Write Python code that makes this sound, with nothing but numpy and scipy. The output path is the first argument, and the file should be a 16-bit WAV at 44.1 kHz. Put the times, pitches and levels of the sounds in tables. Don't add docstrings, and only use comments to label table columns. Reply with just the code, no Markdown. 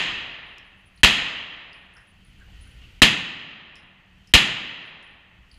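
import sys
import numpy as np
from scipy import signal
from scipy.fft import rfft, irfft
from scipy.io import wavfile
from scipy.ndimage import map_coordinates

SR = 44100
rng = np.random.default_rng(int(sys.argv[2]) if len(sys.argv) > 2 else 0)


def level_to_linear(level):
    exponent = np.asarray(level, float) / 20
    return 10 ** exponent


def dump(signal):
    limited = np.clip(np.atleast_2d(signal).T, -1, 1)
    pcm = np.round(limited * 32767).astype(np.int16)
    wavfile.write(sys.argv[1], SR, pcm)


N = 246208


def at_hz(points, hz, column=1):
    points = np.array(points)
    return np.interp(np.log(hz), np.log(points[:, 0]), points[:, column])


def coloured(x, *spectra):
    hz = np.maximum(np.arange(len(x) // 2 + 1) * SR / len(x), 10)
    gain_db = sum(at_hz(s, hz) for s in spectra)
    y = irfft(rfft(x) * level_to_linear(gain_db), len(x))
    return y / np.sqrt(np.mean(y ** 2))


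def drift(rate_hz):
    points = rng.standard_normal(400)
    return map_coordinates(points, [np.arange(N) / SR * rate_hz], order=3, mode="wrap")


def ring(clicks, hz, t60):
    r, w = level_to_linear(-60 / (t60 * SR)), 2 * np.pi * hz / SR
    return signal.lfilter([0, np.sin(w)], [1, -2 * r * np.cos(w), r * r], clicks + 1e-18)


def add(out, sound, s):
    at = round(s * SR)
    part = sound[max(-at, 0):N - at]
    out[max(at, 0):max(at, 0) + len(part)] += part


# t/s, blast level/dB, diaphragm push level/dB, booth ring level/dB, gain drop/dB
SHOTS = [
    (-.15, 3, -10, -14.5, 7),
    (1.0322, 3.5, -4, -15, 9),
    (3.0183, 5.5, -6, -2.5, 17),
    (4.3376, 5, -1, -7.5, 14),
]
# delay t/s, level/dB, length t/s
ARRIVALS = [(.0002, 5.5, .003), (.0047, 5, 0.003), (0.013, 1, .005), (0.018, -7, 0.0033),
            (.0245, -3.5, 0.0026), (0.042, -3, 0.0023)]
# f/Hz, level/dB per Hz
BLAST_SPECTRUM = [(18, -31), (35, -9.5), (110, -6), (160, 1.5), (300, 0), (450, -5), (700, -2.5),
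                  (1200, -1), (2500, -1.5), (4000, 0.5), (6000, 4.5), (10000, 4.5), (16000, -11.5)]
# f/Hz, level/dB
HOUSING = [(1640, -10.5), (1800, -2), (2230, -6), (2600, 0), (3300, -1), (3520, -8), (4100, -8),
           (4400, -17.5), (4850, -16.5), (5850, -29), (6150, -22), (7250, -23), (9300, -39), (9900, -33)]
# f/Hz, early T60 t/s, late T60 t/s, late tail level/dB, build-up t/s
HALL = [(40, 0.27, 3.2, -25.5, 0.011), (120, 0.54, 1.6, -9, .02), (250, 0.14, 1.37, -10, 0.007),
        (690, 0.22, 1.693, -11.5, .004), (2390, 0.092, 1.396, -6.5, 0.0049), (5380, 0.26, 0.9, -10, .002),
        (7900, 0.075, 0.6, -7.5, 0.0022), (10600, 0.22, 0.5, -5, 0.003), (15000, 0.18, 0.18, -8.5, 0.0022)]
UNLIKE = .45
BOOM_FOLLOWS, USUAL_BOOTH_DB = .45, -14


def shots():
    t, out = np.arange(2 * SR) / SR, np.zeros(N)
    usual = rng.standard_normal(len(t))
    own = rng.standard_normal((len(SHOTS), len(t)))
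    mixed = np.sqrt(1 - UNLIKE) * usual + np.sqrt(UNLIKE) * own
    spectra = rfft(np.array([coloured(e, BLAST_SPECTRUM, HOUSING) for e in mixed]))
    bursts = sum(level_to_linear(db) * np.sin(np.pi * np.clip((t - lag) / long, 0, 1)) for lag, db, long in ARRIVALS)
    booth_excess_db = np.array(SHOTS)[:, 3:4] - USUAL_BOOTH_DB
    bin_octaves = np.log2(np.arange(SR + 1) / 2 + 1)
    centres = np.arange(5, 14.1, 1 / 3)
    blasts = 0
    for k, octave in enumerate(centres):
        share = np.interp(bin_octaves, centres, np.arange(len(centres)) == k)
        early, late, late_db, rise = (at_hz(HALL, 2 ** octave, column=c) for c in range(1, 5))
        decay = np.sqrt(level_to_linear(-120 * t / early) + level_to_linear(2 * late_db - 120 * t / late))
        build_up = (1 - np.exp(-t / rise)) ** 2
        bright = np.clip((octave - 9.5) / 0.86, 0, 1) * np.clip((14.0 - octave) / 2.4, 0, 1)
        low = np.clip(9.0 - octave, 0, 1) * np.clip(octave - 5.5, 0, 1)
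        boom = level_to_linear(BOOM_FOLLOWS * booth_excess_db * low)
        blasts = blasts + boom * irfft(spectra * share) * decay * (build_up + bright * bursts)
    for (s, db, *_), blast in zip(SHOTS, blasts):
        add(out, level_to_linear(db - 6.0) * blast, s)
    return out


PUSH_AT_S, PUSH_WIDE_S = .0102, .0022
BOOTH_HZ, BOOTH_T60_S = 253.1, 0.016


def thumps():
    t, out = np.arange(SR // 5) / SR, np.zeros(N)
    push = np.exp(-.5 * ((t - PUSH_AT_S) / PUSH_WIDE_S) ** 2)
    rebound = signal.sosfilt(signal.butter(2, 38.0, "high", fs=SR, output="sos"), push)
    booth_envelope = (1 - np.exp(-t / 0.00035)) * level_to_linear(-60 * (t / BOOTH_T60_S) ** 2)
    booth = -np.sin(2 * np.pi * BOOTH_HZ * (t - .0026)) * booth_envelope
    for s, _, push_db, booth_db, _ in SHOTS:
        add(out, level_to_linear(push_db) * rebound + level_to_linear(booth_db) * booth, s)
    return out


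# t/s, tick peak level/dB, tick f/Hz, edge level/dB, scatter level/dB
TICKS = [(0.5826, -40, 5240, -13, -22), (0.9752, -46.5, 4315, -20, -11.5), (1.73, -35.5, 4820, -33, -22),
         (1.9397, -62, 4070, -14, -17), (1.9678, -44.5, 5300, -24, -18), (2.2494, -64, 4660, -14, -17),
         (2.4003, -58, 7300, -22, -21), (2.42, -62, 7170, -26, -22.5), (2.522, -62, 7300, -24, -20),
         (2.6694, -62, 4020, -16, -17), (3.7549, -39.5, 5200, -13.5, -11.5), (4.2729, -48, 5250, -12, -9.5),
         (5.027, -44.5, 4080, -13, -20), (5.5140, -42, 4600, -34, -15), (5.5315, -58, 4620, -14.5, -19),
         (5.5416, -44.5, 4400, -30, -18)]
EDGE_HZ = 6900


def ticks():
    t, out = np.arange(SR // 4) / SR, np.zeros(N)
    noises = rng.standard_normal((len(TICKS), len(t)))
    for (s, db, hz, edge_db, scatter_db), noise in zip(TICKS, noises):
        contact = noise * (level_to_linear(-60 * t / 0.0067) + level_to_linear(scatter_db - 60 * t / 0.22))
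        knock = ring(ring(contact, hz, .003), hz, .003) / 24
        edge = ring(contact * (.5 + .5 * level_to_linear(-60 * t / .02)), EDGE_HZ, .0012)
        add(out, level_to_linear(db - 3) * (knock + level_to_linear(edge_db) * edge), s)
    return signal.sosfilt(signal.butter(2, 3800, "high", fs=SR, output="sos"), out)


# f/Hz, level/dB, T60 t/s
TUBE_MODES = [(9760, 0, .5), (9805, -14, .3)]
# t/s, level/dB, hop length t/s, tumble f/Hz
HOPS = [(.462, -75, .09, 60), (.582, -78, .012, 20), (.645, -79, .04, 10), (.77, -80, .05, 7.4),
        (.855, -67.5, 0.11, 7), (.957, -66, 0.066, 19), (1.73, -65, 0.11, 65), (1.935, -64, 0.094, 42),
        (2.068, -69, 0.051, 7.1), (2.14, -82, .055, 22), (2.246, -65, .058, 18), (2.37, -80, 0.055, 8),
        (2.608, -59.5, 0.029, 6.6), (2.67, -63, 0.05, 22.5), (3.755, -62.5, .075, 35),
        (4.275, -71, 0.044, 39), (4.852, -69, 0.048, 11), (5.03, -64.5, 0.084, 54), (5.515, -65, .09, 39)]


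def brass():
    t, out = np.arange(SR // 3) / SR, np.zeros(N)
    for (s, db, hop, tumble_hz), chance in zip(HOPS, rng.random((len(HOPS), 3))):
        detune_hz = 30 * (chance[0] - .5)
        tone = sum(level_to_linear(d - 60 * t / t60) * np.sin(2 * np.pi * (hz + detune_hz) * t)
                   for hz, d, t60 in TUBE_MODES)
        uneven_t = t + .3 * hop * np.sin(7.0 * chance[1] * t / hop)
        turning = np.sin(2 * np.pi * tumble_hz * uneven_t + .3)
        choke = level_to_linear(-40 * np.clip((t - hop) / .008, 0, 1)) * np.minimum(t / .003, 1)
        add(out, level_to_linear(db - 1.0) * tone * (turning + 0.25) * choke, s)
    echo = rng.standard_normal(len(t)) * level_to_linear(-39 - 60 * t / .5)
    return out + signal.fftconvolve(out, echo)[:N]


# t/s, peak level/dB, f/Hz
KNOCKS = [
    (1.955, -52.5, 1480),
    (1.959, -50.5, 1850),
    (2.395, -55, 1610),
    (2.65, -63, 1535),
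    (2.81, -50.5, 2770),
    (2.47, -66, 776),
]


def knocks():
    t, out = np.arange(SR // 2) / SR, np.zeros(N)
    for (s, db, hz), noise in zip(KNOCKS, rng.standard_normal((len(KNOCKS), len(t)))):
        swell = (1 - np.exp(-t / .01)) * level_to_linear(-60 * t / .3)
        add(out, level_to_linear(db - 14) * ring(noise * swell, hz, 20 / hz), s)
    return out


def shot_offsets():
    return np.arange(N) / SR - np.array(SHOTS)[:, :1]


def since_shot():
    offset = shot_offsets()
    return np.min(np.where(offset >= 0, offset, np.inf), axis=0)


GATE_HOLD_S, GATE_OPEN_S = 0.82, 0.76


def gate_shut():
    return np.cos(np.pi / 2 * np.clip((since_shot() - GATE_HOLD_S) / GATE_OPEN_S, 0, 1)) ** 2


# f/Hz, level/dB per Hz
RUMBLE_SPECTRUM = [(8.8, -37), (15, -4), (60, -1.5), (128, -11), (179, -18), (214, -25), (244, -19.5),
                   (500, -36), (650, -66.5), (1100, -120)]
# f/Hz, level/dB per Hz
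AIR_SPECTRUM = [(180, -35.5), (300, -7.5), (520, -9.5), (1150, -13), (1450, -5.5), (1650, -11), (1850, -2),
                (2200, -5), (3050, 1), (3550, -11), (4500, -12), (5500, -19.5), (6400, -18.5), (15000, -37)]
FAN_HZ, FAN_DB = 188.3, -62.5
RUMBLE_DB, AIR_DB = -48.5, -55.5
GATE_RUMBLE_DB, GATE_AIR_DB = -9, -8.5
STIR_DB, STIR_T60_S = -37.5, 1.1


def ventilation():
    shut = gate_shut()
    stirred = level_to_linear(STIR_DB - 60 * since_shot() / STIR_T60_S)
    draught = level_to_linear(RUMBLE_DB + GATE_RUMBLE_DB * shut) + stirred
    rumble = coloured(rng.standard_normal(N), RUMBLE_SPECTRUM) * draught * level_to_linear(2 * drift(33))
    fan = ring(rng.standard_normal(N), FAN_HZ, 0.15)
    air_gain = level_to_linear(AIR_DB + GATE_AIR_DB * shut + .7 * drift(10))
    air = coloured(rng.standard_normal(N), AIR_SPECTRUM) * air_gain
    return rumble + level_to_linear(FAN_DB) * fan / np.std(fan) + air


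# t/s, peak level/dB, f/Hz, length t/s
BUMPS = [
    (.99, -50.5, 60, .02),
    (2.553, -38, 55, .018),
    (2.775, -40, 57, .016),
    (2.976, -37, 50, 0.0092),
    (4.289, -52.5, 55, .03),
    (5.554, -46.5, 60, .025),
]


def bumps():
    t = np.arange(N) / SR
    return sum(level_to_linear(db) * np.sin(2 * np.pi * hz * (t - s)) * np.exp(-.5 * ((t - s) / long) ** 2)
               for s, db, hz, long in BUMPS)


def scene():
    blasts = shots() + thumps()
    cases = level_to_linear(7) * (ticks() + brass())
    background = level_to_linear(6.0) * knocks() + ventilation() + bumps()
    return (blasts + cases + background)[None]


def band_limit(x):
    return signal.sosfilt(signal.butter(12, 15500, fs=SR, output="sos"), x)


DUCK_S, RECOVER_S = 0.15, 0.78
AHEAD_S, AHEAD_DB = .015, 13
HISS_DB, GATE_HISS_DB = -77.5, -5.5


def record(dry):
    offset = shot_offsets()
    since = np.maximum(offset, 0)
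    shape = (1 - np.exp(-since / DUCK_S)) * np.exp(-(since / RECOVER_S) ** 1.7)
    duck_db = np.max(np.array(SHOTS)[:, -1:] * shape, axis=0)
    ahead = np.max(np.clip(4 * (1 + offset / AHEAD_S), 0, 1) * (offset < 0), axis=0)
    hiss_db = HISS_DB + GATE_HISS_DB * gate_shut() - .5 * duck_db
    hiss = level_to_linear(hiss_db) * np.diff(rng.standard_normal(N + 1))
    x = (dry + hiss) * level_to_linear(-duck_db - AHEAD_DB * ahead)
    railed = .9 * x / (1 + np.abs(x) ** 4) ** (1 / 4)
    lowpass = signal.cheby2(14, 40, 15650, fs=SR, output="sos")
    return band_limit(signal.sosfilt(lowpass, railed).clip(-.93, .93))


dry = scene()
out = record(dry)
dump(out)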